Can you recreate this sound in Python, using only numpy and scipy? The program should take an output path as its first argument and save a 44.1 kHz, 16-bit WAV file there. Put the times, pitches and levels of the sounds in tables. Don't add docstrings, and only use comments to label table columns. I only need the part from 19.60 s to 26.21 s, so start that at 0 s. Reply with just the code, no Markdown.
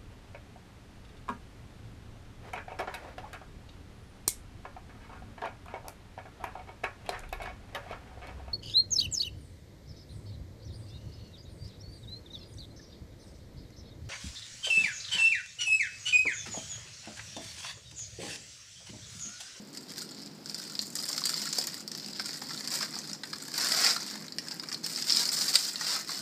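import sys
import numpy as np
from scipy import signal
from scipy.fft import rfft, irfft
from scipy.io import wavfile
from scipy.ndimage import uniform_filter1d

SR = 44100
rng = np.random.default_rng(int(sys.argv[2]) if len(sys.argv) > 2 else 0)


def store_pcm(level_fs):
    pcm = np.round(np.clip(level_fs, -1, 1) * 32767).astype(np.int16)
    wavfile.write(sys.argv[1], SR, np.atleast_2d(pcm).T)


N = 291689

# start in seconds, length in seconds,
# crackle level in dB, then low rustle and extra fizz, both in dB relative to the crackle.
HAND_MOVES = [(0.127, 0.039, -46.5, -11, -2), (0.262, 0.173, -45.5, -11, 3), (0.451, 0.21, -48, -12.5, -2),
              (0.85, 0.27, -43.5, -11, 1.5), (1.197, 0.036, -42.5, -10, 9.5), (1.349, 0.26, -42, -10, 6),
              (1.629, 0.405, -37, -11.5, 1), (2.053, 0.12, -44.5, -9, 1.5), (2.304, 0.32, -45, -12.5, -1.5),
              (2.638, 0.105, -41, -9, 1), (2.792, 0.33, -46, -9, 1.5), (3.092, 0.093, -35.5, -7.5, 4),
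              (3.188, 0.049, -32.5, -7, -0.5), (3.299, 0.23, -44.5, -8, 0.5), (3.642, 0.29, -44, -7.5, 3.5),
              (3.932, 0.29, -31.5, -7.5, 0.5), (4.221, 0.09, -26, -8, -0.5), (4.382, 0.14, -39.5, -8, 0.5),
              (4.494, 0.15, -47, -4, 2), (4.818, 0.35, -51, -2.5, 5.5), (5.223, 0.26, -39, -10, 3.5),
              (5.462, 0.14, -30, -13.5, 1), (5.598, 0.077, -37.5, -8, 4.5), (5.707, 0.19, -33, -10, 5),
              (5.92, 0.0308, -27, -11, 0), (5.96, 0.13, -31, -12.5, 4), (6.118, 0.29, -35, -6, 2),
              (6.182, 0.15, -29.5, -10.5, -2.5), (6.458, 0.15, -36, -11, 1.5)]
# start in seconds, dry level in dB,
# time the crease takes in seconds, extra brightness in dB.
CREASE_SNAPS = [(0.173,-41,0.0057,6), (0.859,-42,.0015,7.5), (0.897,-39.5,0.0019,7),
                (0.9451,-36.5,0.00072,9), (1.1528,-38,0.00049,5), (1.192,-30,0.0011,-2),
                (1.354,-34,0.0025,17), (1.3646,-40,.001,7), (1.3871,-36.5,0.00038,-3),
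                (1.441,-38,0.00093,-6), (1.485,-37.5,0.0035,11), (1.5303,-36.5,0.00073,-5.5),
                (1.563,-43,.0006,5.5), (1.579,-32,0.0045,5), (1.639,-32.5,0.00047,4), (1.655,-28,.004,16),
                (1.67,-33.5,0.0012,4), (1.693,-31,.007,12), (1.742,-32,.0006,3), (1.7787,-36,0.0031,-2),
                (1.8176,-36,0.0048,12), (1.9276,-31.5,.005,7), (1.9735,-44,0.00055,1.5),
                (1.9849,-29.5,0.0044,16), (2.013,-36,0.00061,3), (2.0709,-34.5,0.0027,14),
                (2.1433,-41.5,.001,11), (2.2778,-38.5,0.00082,2), (2.3164,-39.5,0.0022,5),
                (2.3506,-40,0.00079,6), (2.4615,-41,0.00071,7), (2.533,-43,0.0013,6),
                (2.6589,-37.5,0.0032,4), (2.9761,-41.5,0.0025,3), (3.075,-35.5,0.0022,6.5),
                (3.139,-35.5,0.0056,6), (3.3547,-39,0.00057,6), (3.3883,-38.5,0.0018,12),
                (3.4163,-49,.0007,9), (3.532,-39.5,0.0009,9), (4.12,-28,0.0029,3.5), (4.244,-26,.004,3),
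                (4.3078,-28,0.0047,4), (4.682,-44.5,.0008,1), (4.723,-40.5,.0006,3),
                (4.7845,-32.5,0.0011,1.5), (4.8843,-38.5,.0007,2.5), (4.912,-36.5,.006,0),
                (4.9975,-37.5,0.00043,3), (5.087,-39.5,0.00059,-3), (5.127,-36.5,0.003,1.5),
                (5.145,-35.5,0.0011,0), (5.242,-34,0.0069,6), (5.2636,-35,0.0025,14),
                (5.3607,-34.5,0.00055,0), (5.424,-34,.0005,5), (5.4972,-26.5,0.00072,-10),
                (5.504,-28,0.00046,-5), (5.5223,-23,0.00029,-18), (5.548,-31,0.00074,-4),
                (5.564,-31.5,0.0015,15), (5.57,-27.5,0.0018,1.5), (5.6544,-31,0.0023,9),
                (5.6908,-28.5,0.0011,0), (5.8118,-28.5,0.0067,4.5), (5.881,-30,0.01,4),
                (5.955,-19.5,0.00075,-2), (5.9575,-16.5,0.0016,7.5), (6.158,-31,0.0026,1)]
# start in seconds, dry level in dB, pitch in Hz.
FILM_POPS = [(1.499,-47,1170), (1.577,-45.5,1530), (1.617,-46,1190), (1.734,-47,1480), (1.871,-44,1710),
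             (1.984,-41,780), (2.5967,-39,1465), (2.817,-44,1210), (2.907,-44.5,1490), (3.209,-42,1475),
             (3.227,-42.5,1470), (3.364,-47,960), (3.635,-43,1500), (3.73,-42,1610), (3.984,-43,1270),
             (4.263,-32.5,1670), (4.363,-38,1560), (5.035,-46.5,1700), (5.116,-45,1880), (6.2101,-36,1320),
             (6.361,-37.5,1330), (6.4926,-40.5,1424)]
# frequency in Hz, relative dB.
CLICK_TONE = [(60, -45), (330, -20.5), (950, -17), (1400, -12), (2050, -10.5), (2750, -13.5), (3800, -7.5),
              (4550, 0), (5150, 1), (6200, -13.5), (7400, -11), (8700, -16.5), (9700, -25.5),
              (12700, -25.5), (15000, -28.5)]
# frequency in Hz, relative dB.
VENT_TONE = [(25, -44.5), (60, -22), (125, -8), (160, 4), (190, -4.5), (209, 8), (225, -2), (239, 2.5),
             (310, -0.5), (420, -7.5), (900, -16), (9500, -33.5)]

FOLD_HZ = 2480


def crinkle(fizz_hz=6800, rub_db=-7.5):
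    crackle_db, rustle_db, fizz_db = handling()
    effort_db = crackle_db - np.median(crackle_db)
    sheet = clicks(per_s=600 * undb(.8 * effort_db), spread_db=1.0 - 0.031 * effort_db)
    sheet += undb(rub_db) * tinted_noise(CLICK_TONE)
    sheet *= spurts(per_s=130 * undb(effort_db))
    tick_gain = undb(1.5 - 0.55 * np.maximum(effort_db, 0))
    sheet = (sheet + tick_gain * clicks(per_s=75, spread_db=1.0)) / np.hypot(1, tick_gain)
    rustle = unit(band(sheet, "lowpass", FOLD_HZ)) * undb(rustle_db)
    crackle = unit(band(sheet, "highpass", FOLD_HZ))
    fizz = band(crackle, "highpass", fizz_hz) * undb(fizz_db + 0.44 * wander(per_s=34))
    return rustle + band(crackle, "lowpass", fizz_hz) * undb(crackle_db) + fizz


def handling(attack_s=0.027, settle_s=0.046, held_db=-63.5, waver_db=1.56):
    t = np.arange(N) / SR
    power = undb(held_db + np.array([[0], [-7.5], [8.5]])) ** 2
    for start_s, length_s, db, rustle_db, fizz_db in HAND_MOVES:
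        rise = np.clip((t - start_s) / attack_s, 0, 1)
        settle = np.exp(-np.maximum(t - start_s - length_s, 0) / settle_s)
        power = power + np.outer(undb([db, db + rustle_db, db + fizz_db]), rise * settle) ** 2
    return 10 * np.log10(power) + waver_db * wander(per_s=16)


def clicks(per_s, spread_db, bright_spread_db=4, facets=48):
    out = np.zeros(N + SR)
    buckles = rng.random(N) < per_s / SR
    which_facet = rng.integers(facets, size=N)
    sizes = rng.choice([-1, 1], N) * undb(spread_db * np.minimum(rng.exponential(size=N), np.pi))
    for k in range(facets):
        ring = facet(body_db=0, bright_db=bright_spread_db * rng.standard_normal(), uneven_db=4.5)
        starts = np.flatnonzero(buckles & (which_facet == k))
        samples = starts[:, None] + np.arange(len(ring))
        out += np.bincount(samples.ravel(), np.outer(sizes[starts], ring).ravel(), len(out))
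    return unit(out[:N] / np.sqrt(per_s))


def spurts(per_s, fade_s=0.006, spread_db=4, steady_power=0.3):
    onsets = rng.random(N) < per_s / SR
    kicks = onsets * undb(2 * spread_db * np.clip(rng.standard_normal(N), -2, 1))
    power = signal.lfilter([1], [1, -np.exp(-1 / (fade_s * SR))], kicks / per_s)
    return unit(np.sqrt(steady_power + power / power.mean()))


def facet(body_db, bright_db, uneven_db, mode_hz=None, flutter_s=0.0027, fold_s=0.0032, size=512):
    hz, t = np.fft.rfftfreq(size, 1 / SR), np.arange(size) / SR
    bumps_hz = np.geomspace(300, 16000, 22)
    db = tone_db(CLICK_TONE, hz) + uneven_db * np.interp(hz, bumps_hz, rng.standard_normal(len(bumps_hz)))
    shelves = [(550, min(body_db, body_db / 2)), (1400, body_db), (3800, 0), (5400, 0), (7000, bright_db)]
    db += tone_db(shelves, hz)
    if mode_hz is not None:
        octaves = np.log2((hz + 1) / mode_hz)
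        db += 8.5 * (np.exp(-(octaves / 0.21) ** 2) - .5)
    cepstrum = irfft(np.log(undb(db)))
    cepstrum[1:size // 2] *= 2
    cepstrum[size // 2 + 1:] = 0
    edge = 0.13 * rng.standard_normal(size) * np.exp(-t / flutter_s)
    edge[0] = 1
    folds = rng.standard_normal(size) * np.exp(-t / fold_s)
    push = band(unit(edge), "highpass", FOLD_HZ) + band(unit(folds), "lowpass", FOLD_HZ)
    ring = irfft(np.exp(rfft(cepstrum)) * rfft(push))
    return ring / np.linalg.norm(ring)


def snaps_and_pops():
    out = np.zeros(N + SR)
    for start_s, db, length_s, bright_db in CREASE_SNAPS:
        place(out, start_s, db, crease(length_s, bright_db))
    for start_s, db, hz in FILM_POPS:
        place(out, start_s, db, film_pop(hz))
        place(out, start_s, db + 4, crease(length_s=.005, bright_db=3.5))
    return out[:N]


def crease(length_s, bright_db, ring_hz=4940, scatter_octaves=0.14, slow_s=0.0062, followers=6):
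    mode_hz = ring_hz * 2 ** (scatter_octaves * rng.standard_normal())
    lags_s = 1.5 * length_s * (np.arange(followers) + rng.random(followers)) / followers
    gains = 0.96 * min(length_s / slow_s, 1) * rng.uniform(-1.14, 1, followers)
    body_db = -4.5 + 0.53 * bright_db
    out = np.zeros(SR // 10)
    for lag_s, gain in zip(np.r_[0, lags_s], np.r_[1, gains]):
        ring = facet(body_db, bright_db, uneven_db=3.0, mode_hz=mode_hz)
        out[int(lag_s * SR):][:len(ring)] += gain * ring
    return out


def film_pop(hz, ring_s=0.0029, push_s=.0035, width_octaves=0.46, modes=14):
    t = np.arange(SR // 10) / SR
    octaves = np.linspace(-1.2, .8, modes) + 0.058 * rng.standard_normal(modes)
    gains = rng.choice([-1, 1], modes) / (1 + (octaves / width_octaves) ** 2)
    ring = gains @ np.sin(2 * np.pi * np.outer(hz * 2 ** octaves, t)) * np.exp(-t / ring_s)
    push = rng.standard_normal(len(t)) * np.exp(-t / push_s)
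    return band(signal.fftconvolve(ring, push), "highpass", .5 * hz)


def room(x, t60_s=0.34, tail_db=-9.5, near_db=-6.5, near_s=0.009, block=4096):
    t = np.arange(SR // 3) / SR
    out = np.zeros(N + SR)
    padded = np.pad(x, block)
    near = np.exp(-t / near_s) * (t > .001)
    tail = np.exp(-np.log(1000) * t / t60_s) * (1 - np.exp(-t / 0.0028))
    decay = np.hypot(undb(near_db) * near / np.linalg.norm(near),
                     undb(tail_db) * tail / np.linalg.norm(tail))
    for start in range(0, N + block, block // 2):
        echo = decay * rng.standard_normal(len(t))
        echo[0] = 1
        heard = signal.fftconvolve(padded[start:start + block] * np.hanning(block), echo)
        out[start:start + len(heard)] += heard
    return out[block:block + N]


def ventilation(air_db=-49.5, hiss_db=-57, hiss_top_hz=7150):
    air = tinted_noise(VENT_TONE) * undb(air_db)
    hiss = band(tinted_noise(CLICK_TONE), "lowpass", hiss_top_hz) * undb(hiss_db)
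    return air + hiss


def place(out, start_s, db, sound, span_s=.016):
    out[int(start_s * SR):][:len(sound)] += undb(db) * np.sqrt(span_s * SR) * sound / np.linalg.norm(sound)


def undb(db):
    return 10 ** (np.asarray(db) / 20)


def unit(x):
    return x / np.sqrt(np.mean(x ** 2))


def tone_db(curve, hz):
    curve_hz, db = np.transpose(curve)
    return np.interp(np.log(hz + 1), np.log(curve_hz), db)


def tinted_noise(curve):
    gains = undb(tone_db(curve, np.fft.rfftfreq(N, 1 / SR)))
    return unit(irfft(rfft(rng.standard_normal(N)) * gains, N))


def band(x, kind, edge_hz):
    return signal.sosfilt(signal.butter(3, edge_hz, kind, fs=SR, output="sos"), x)


def wander(per_s):
    hold = int(SR / per_s)
    steps = np.repeat(rng.standard_normal(N // hold + 1), hold)
    return unit(uniform_filter1d(steps, hold)[:N])


def scene():
    return (room(crinkle() + snaps_and_pops()) + ventilation())[None]


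def record(dry, limit_db=-19, attack_s=0.0093, release_db_per_s=5.5, ceiling=0.72, top_hz=15200):
    attack = 1 / (attack_s * SR)
    power = signal.lfilter([attack], [1, attack - 1], dry[0] ** 2)
    recovery_db = release_db_per_s * np.arange(N) / SR
    held_db = np.maximum.accumulate(10 * np.log10(power + 1e-18) + recovery_db) - recovery_db
    gain = undb(np.minimum(limit_db - held_db, 0))
    rounded = ceiling * np.tanh(dry * gain / ceiling)
    return signal.sosfilt(signal.ellip(10, .2, 70, top_hz, fs=SR, output="sos"), rounded)


dry = scene()
out = record(dry)
store_pcm(out)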